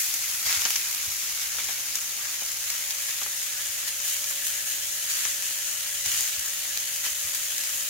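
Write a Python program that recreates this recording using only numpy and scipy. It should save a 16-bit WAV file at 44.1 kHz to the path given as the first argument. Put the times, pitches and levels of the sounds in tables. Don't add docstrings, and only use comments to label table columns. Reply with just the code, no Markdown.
import sys
import numpy as np
from scipy import signal
from scipy.fft import rfft, irfft, next_fast_len
from scipy.io import wavfile
from scipy.ndimage import uniform_filter1d, map_coordinates

SR = 44100
rng = np.random.default_rng(int(sys.argv[2]) if len(sys.argv) > 2 else 0)


def waveform_to_disk(signal):
    frames = np.transpose(np.atleast_2d(signal))
    scaled = np.clip(frames, -1, 1) * 32767
    samples = np.round(scaled).astype(np.int16)
    wavfile.write(sys.argv[1], SR, samples)


N = 347949
SPATTER_DB = -36.5


def amp(db):
    return 10 ** (np.asarray(db) / 20)


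def unit(x):
    middle = np.atleast_2d(x).mean(0)
    return x / np.sqrt(np.mean(middle ** 2) + 1e-20)


def along(points, hz):
    f, values = np.transpose(points)
    return np.interp(np.log(hz + 1), np.log(f + 1), values)


def wobble(rate):
    points = rng.standard_normal(int(N * rate / SR) + 4)
    return map_coordinates(points, [np.arange(N) * rate / SR])


def filtered(x, response):
    n = x.shape[-1]
    padded = next_fast_len(n + SR // 8, True)
    spectrum = rfft(x, padded) * response(np.fft.rfftfreq(padded, 1 / SR))
    return irfft(spectrum, padded)[..., :n]


def coloured(x, points, size=2048):
    gain = amp(along(points, np.fft.rfftfreq(size, 1 / SR)))
    cepstrum = irfft(np.log(gain))
    cepstrum[1:size // 2] *= 2
    cepstrum[size // 2 + 1:] = 0
    impulse = irfft(np.exp(rfft(cepstrum)))
    return signal.oaconvolve(x, impulse[None], axes=1)[:, :x.shape[1]]


def spread(pair):
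    # (f/Hz, correlation from -1 to 1)
    likeness = [(100, 0.83), (300, 0.8), (560, 0.51), (760, 0.7), (1050, 0), (1320, 0.54), (1760, -0.093),
                (2000, 0.25), (2700, 0.48), (3900, 0.12), (5500, -0.12), (6800, 0), (15000, -0.044)]

    def mid_and_side(hz):
        turn = np.arccos(np.clip(along(likeness, hz), -1, 1)) / 2
        return np.array([np.cos(turn), np.sin(turn)])
    mid, side = filtered(pair, mid_and_side)
    return np.array([mid + side, mid - side])


def add(out, s, sound):
    part = out[:, max(round(s * SR), 0):][:, :sound.shape[1]]
    part += sound[:, :part.shape[1]]


def by_chance(top_db, range_db, count):
    when, size = rng.random((count, 2)).T
    times = (np.arange(count) + when) / count * N / SR
    return list(zip(times, top_db - range_db * size))


def closeness():
    start_s, takes_s = 0.82, 3.3
    return np.clip((np.arange(N) / SR - start_s) / takes_s, 0, 1)


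def hob():
    # (f/Hz, level/dB)
    rumble_shape = [(20, -36), (38, -4), (65, 13.5), (95, 5.5), (150, 2), (300, -27), (700, -36)]
    # (f/Hz, level/dB)
    air_shape = [(30, -5), (120, -1.5), (300, 10), (480, 2), (850, -4), (2000, -5), (8000, -42)]
    flame_db = -65.5 + 1.8 * wobble(4) + 1.1 * wobble(12)
    flame = amp(flame_db) * unit(spread(coloured(rng.standard_normal((2, N)), rumble_shape)))
    air_db = -65 + 1.3 * wobble(2)
    air = amp(air_db) * unit(spread(coloured(rng.standard_normal((2, N)), air_shape)))
    return flame * amp([[-2], [2]]) + air


def steady_tones():
    # (f/Hz, average rms level/dB)
    low_and_mid_tones = [(59.8, -75), (119.9, -68), (784, -72), (902.5, -69)]
    whine_hz, far_db, near_db = 577, -64, -59
    t = np.arange(N) / SR

    def tone(hz, db, lead):
        phase = 2 * np.pi * hz * t + 0.28 * wobble(6) + hz / 1000 * 0.17 * wobble(14)
        sides = np.array([[lead], [-lead]]) / 2
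        return amp(db + wobble(3.05) / 2) * np.sqrt(2) * np.sin(phase + sides)
    whine_db = far_db + (near_db - far_db) * closeness()
    whine = tone(whine_hz, whine_db, lead=1.0)
    return whine + sum(tone(hz, db, lead=0) for hz, db in low_and_mid_tones)


def bumps(rise, t60, rough):
    # (t/s, level of the tone before left-right balance/dB, f/Hz)
    bump_rows = [(.458, -49, 111), (.51, -53, 75), (.562, -47, 85), (1.072, -44.5, 80), (6.058, -45, 90),
                 (6.126, -50, 75), (6.19, -49, 94), (6.375, -49, 70), (7.246, -49, 80)]
    out, t = np.zeros((2, N)), np.arange(SR // 4) / SR
    shape = (1 - np.exp(-t / rise)) ** 2 * amp(-60 * t / t60)
    shape /= shape.max()
    for s, db, hz in bump_rows:
        noise = rng.standard_normal((2, len(t)))
        rumble = unit(coloured(noise, [(20, -20), (hz, 0), (220, -10), (500, -30)]))
        push = np.sin(2 * np.pi * hz * t) + rough * rumble
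        add(out, s, amp(db) * push * shape)
    return out


def plops(t60, skirt_db):
    # (t/s, rms level of the first 5 ms/dB, centre f/Hz)
    plop_rows = [(.151, -40, 1480), (.6535, -26.5, 1300), (1.584, -31, 1650), (1.685, -32.5, 1100),
                 (2.417, -39.5, 900), (3.215, -32.5, 1250), (3.261, -36, 890), (3.827, -41, 1860),
                 (4.306, -38, 1450), (5.252, -35, 1430), (7.061, -35.5, 1470)]
    out, t = np.zeros((2, N)), np.arange(SR // 8) / SR
    small = [(s, db, 1500) for s, db in by_chance(top_db=-42.5, range_db=5, count=12)]
    envelope = amp(-60 * t / t60) * (1 - np.exp(-t / 0.0006))
    for s, db, hz in [*plop_rows, *small]:
        blow = envelope * rng.standard_normal((2, len(t)))
        resonance = [(hz / 8, 2 * skirt_db), (hz / 2, -6), (hz, 0),
                     (hz * 2.2, -4), (hz * 4, skirt_db), (hz * 10, 2 * skirt_db)]
        blow = coloured(blow, resonance)
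        start_rms = np.sqrt(np.mean(blow[:, :SR // 200] ** 2))
        add(out, s, amp(db) * blow / start_rms)
    return spread(out)


def snaps(crack_t60, splash_t60):
    # (t/s, rms level of the first 1.5 ms/dB, treble over body/dB, splash over crack/dB)
    snap_rows = [(.14, -19, -3, -1), (.5267, -18, -18, -16), (0.6194, -19, -18, -14),
                 (.6523, -15.5, -38, -3), (0.7052, -16.5, -7, -14), (.7572, -21, -21, -6),
                 (.7615, -15.5, -15, -19), (0.9114, -23, -3, -6), (0.948, -20, -1, -12),
                 (1.955, -16, -4, -3), (2.7025, -19, -5, -12), (2.9073, -22, -13, -9),
                 (3.2328, -22, -8, -5), (4.0019, -25.5, -11, -5), (4.2425, -25, -17, -7),
                 (4.468, -17.5, -1, -9), (5.099, -24, -3, 1), (5.2522, -19, -18, -15),
                 (6.0602, -22, -13, -5), (6.208, -16.5, -2, -14), (6.394, -21, 0, -6),
                 (6.7743, -18.5, -6.5, -23), (7.3475, -20, -2, 0), (7.581, -22, -7, -10)]
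    # (f/Hz, level/dB)
    snap_shape = [(300, -24.5), (1000, -10.5), (2200, -2.5), (4500, -2), (6500, 6), (8500, 3), (15600, 5)]
    out, t = np.zeros((2, N)), np.arange(SR // 20) / SR
    spits = [(s, db, -5, -11) for s, db in by_chance(top_db=-23.5, range_db=8, count=24)]
    for s, db, treble_db, splash_db in [*snap_rows, *spits]:
        crack = amp(-60 * t / crack_t60)
        splash = amp(splash_db - 60 * t / splash_t60)
        puff = coloured((crack + splash) * rng.standard_normal((2, len(t))), snap_shape)
        puff = coloured(puff, [(6800, 0), (8500, treble_db)])
        start_rms = np.sqrt(np.mean(puff[:, :round(.0015 * SR)] ** 2))
        add(out, s, amp(db) * puff / start_rms)
    return spread(out)


def fizzing(rate, scatter_db, life, size=96):
    count = int(rate * N / SR)
    start = rng.integers(0, N, count)
    sizes = amp(scatter_db * (2 * rng.random(count) - 1))
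    power = np.bincount(start, sizes ** 2, N)
    dying = np.exp(-2 * np.arange(size) / SR / life)
    power = np.convolve(power, dying)[:N]
    return unit(rng.standard_normal((2, N)) * np.sqrt(power))


def crackling(rate, scatter_db, cycles, centre_hz, octaves, size=128):
    count = int(rate * N / SR)
    pitch, loudness, left, right = rng.standard_normal((4, count, 1))
    when = rng.integers(0, N, count)[:, None] + np.arange(size)
    hz = np.clip(centre_hz * 2 ** (octaves * pitch), 800, 16000)
    turns = hz * np.arange(size) / SR
    level = amp(scatter_db * np.minimum(loudness, 2)) * hz ** .75
    fade = level * np.exp(-turns / cycles)
    rings = [fade * np.sin(2 * np.pi * (turns + phase)) for phase in (left, right)]
    return unit(np.array([np.bincount(when.ravel(), ring.ravel(), N)[:N] for ring in rings]))


def patchy(x, patchy_db):
    z = signal.stft(x, nperseg=1024)[2]
    field = uniform_filter1d(rng.standard_normal(z.shape[1:]), size=7, axis=0)
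    field = uniform_filter1d(field, size=4, axis=1)
    depth_db = patchy_db * along([(3000, 1), (14000, .6)], np.fft.rfftfreq(1024, 1 / SR))
    gain = amp(depth_db[:, None] * field / field.std())
    return signal.istft(z * gain, nperseg=1024)[1][:, :N]


def kitchen(x, wet_db, t60):
    tail = amp(-120 * np.arange(SR // 4) / SR / t60)
    energy = np.abs(signal.oaconvolve(np.mean(x ** 2, axis=0), tail / tail.sum())[:N])
    return x + amp(wet_db) * np.sqrt(energy) * rng.standard_normal((2, N))


def boiling():
    # (t/s, level of the fine fizz before surges and flutter/dB)
    boil = [(0, -30), (.3, -32.5), (1.1, -34), (2.05, -35.5), (3.1, -34), (3.7, -35), (4.8, -34),
            (5.65, -34), (6.8, -34.5), (7.89, -32.8)]
    # (t/s, hold/s, spatter level/dB, wetness = spatter over fizz/dB)
    surge_rows = [(-.02, 0.011, -37, -9), (0.446, 0.082, -30.5, 2), (0.593, 0.18, -36.5, -0.5),
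                  (1.585, .02, -39.5, 3), (2.174, 0.09, -48, 12.5), (3.072, 0.011, -37, 4),
                  (3.864, .003, -33.5, 0), (4.025, 0.1, -39, -4.5), (4.28, 0.015, -40.5, -6),
                  (4.43, 0.051, -39, -5), (4.65, 0.06, -39.5, -4), (5.085, 0.16, -36.5, -1.5),
                  (5.425, 0.026, -38.5, -1), (6.037, 0.16, -33.5, -1), (7.03, .02, -36.5, 1)]
    attack_s, shortest_t60_s, lingers = 0.017, 0.098, 4.7
    flutter_hz = 14
    t = np.arange(N) / SR
    boil_db = np.interp(t, *np.transpose(boil))
    heat_db = boil_db + 34.5
    power = amp([boil_db, SPATTER_DB + 0.51 * heat_db, -50 + 0.12 * heat_db]) ** 2
    for s, hold, db, wet_db in surge_rows:
        dying = np.maximum(t - s - attack_s - hold, 0) / (shortest_t60_s + lingers * hold)
        shape = np.clip((t - s) / attack_s, 0, 1) * amp(-60 * np.minimum(dying, 2))
        levels_db = [db - wet_db, db, db - 12 + 0.98 * wet_db]
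        power += np.outer(amp(levels_db) ** 2, shape ** 2)
    fizz_db, spatter_db, bubbling_db = 10 * np.log10(power) + 0.35 * wobble(flutter_hz)
    return fizz_db, spatter_db, bubbling_db + 0.54 * wobble(flutter_hz)


def sizzle():
    # (f/Hz, level/dB)
    far_shape = [(200, -34.5), (550, -25), (900, -17.5), (1300, -12.5), (1700, -8), (2200, -2.5),
                 (2700, -4.5), (4000, -4), (5200, -1), (6100, 1.5), (6900, 1), (8300, -10), (10000, -7.5),
                 (13000, -7.5), (15600, -10)]
    # (f/Hz, level/dB)
    near_shape = [(300, -30), (700, -20.5), (1100, -15.5), (1700, -6), (2900, -1.5), (4200, -2), (5400, -1),
                  (6250, 3.5), (6900, 4.5), (7300, 0.5), (7800, -4), (9000, -5.5), (12000, -5.5),
                  (15600, -7.5)]
    # (f/Hz, width/Hz, level/dB)
    pan_tones = [(1720, 35, 1), (1930, 50, -3), (3028, 70, -6)]
    fizz_db, spatter_db, bubbling_db = boiling()
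    fizz = fizzing(rate=7200, scatter_db=1.5, life=0.00063)
    crackle = crackling(rate=500, scatter_db=2.5, cycles=1.0, centre_hz=4390, octaves=1.5)
    fat = kitchen(fizz + amp(-12) * crackle, wet_db=-3, t60=0.035)
    fat = spread(patchy(fat, patchy_db=1.37))

    def ring(f):
        return 1 + sum(amp(db) * 1j * f * w / (c * c - f * f + 1j * f * w) for c, w, db in pan_tones)

    def below(f, edge_hz):
        return 1 / (1 + (f / edge_hz) ** 12)
    near = unit(filtered(coloured(fat, near_shape), ring))
    far = unit(coloured(fat, far_shape))
    heard = closeness() * near + (1 - closeness()) * far
    bubbling = filtered(heard, lambda f: below(f, 1814))
    fine = filtered(heard, lambda f: 1 - below(f, 7490))
    spatter = heard - bubbling - fine
    gurgle = filtered(spatter, lambda f: below(f, 3930))
    gurgle_gain = amp(0.12 * (spatter_db - SPATTER_DB))
    spatter = spatter + (gurgle_gain - 1) * gurgle
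    return amp(fizz_db) * unit(fine) + amp(spatter_db) * unit(spatter) + amp(bubbling_db) * unit(bubbling)


def scene():
    # (f/Hz, left over right/dB)
    balance = [(300, 1), (900, 0), (1500, 5), (1900, 7), (2500, 2), (3300, 0), (4500, -7), (5600, 3.5),
               (6500, 3), (7200, 1), (8100, 7.5), (9400, -0.5), (13000, 1.5)]

    def sides(hz):
        lean_db = along(balance, hz)
        gains = amp(np.array([lean_db, -lean_db]) / 2)
        return gains / np.sqrt(np.mean(gains ** 2, axis=0))
    background = hob() + steady_tones()
    moves = bumps(rise=0.0078, t60=0.094, rough=0.46) * amp([[-1.5], [1.5]])
    pan = plops(t60=0.092, skirt_db=-8.5) + snaps(crack_t60=.0048, splash_t60=0.064) + sizzle()
    return background + moves + filtered(pan, sides)


def record(dry):
    return filtered(dry, lambda hz: hz < 15800)


dry = scene()
out = record(dry)
waveform_to_disk(out)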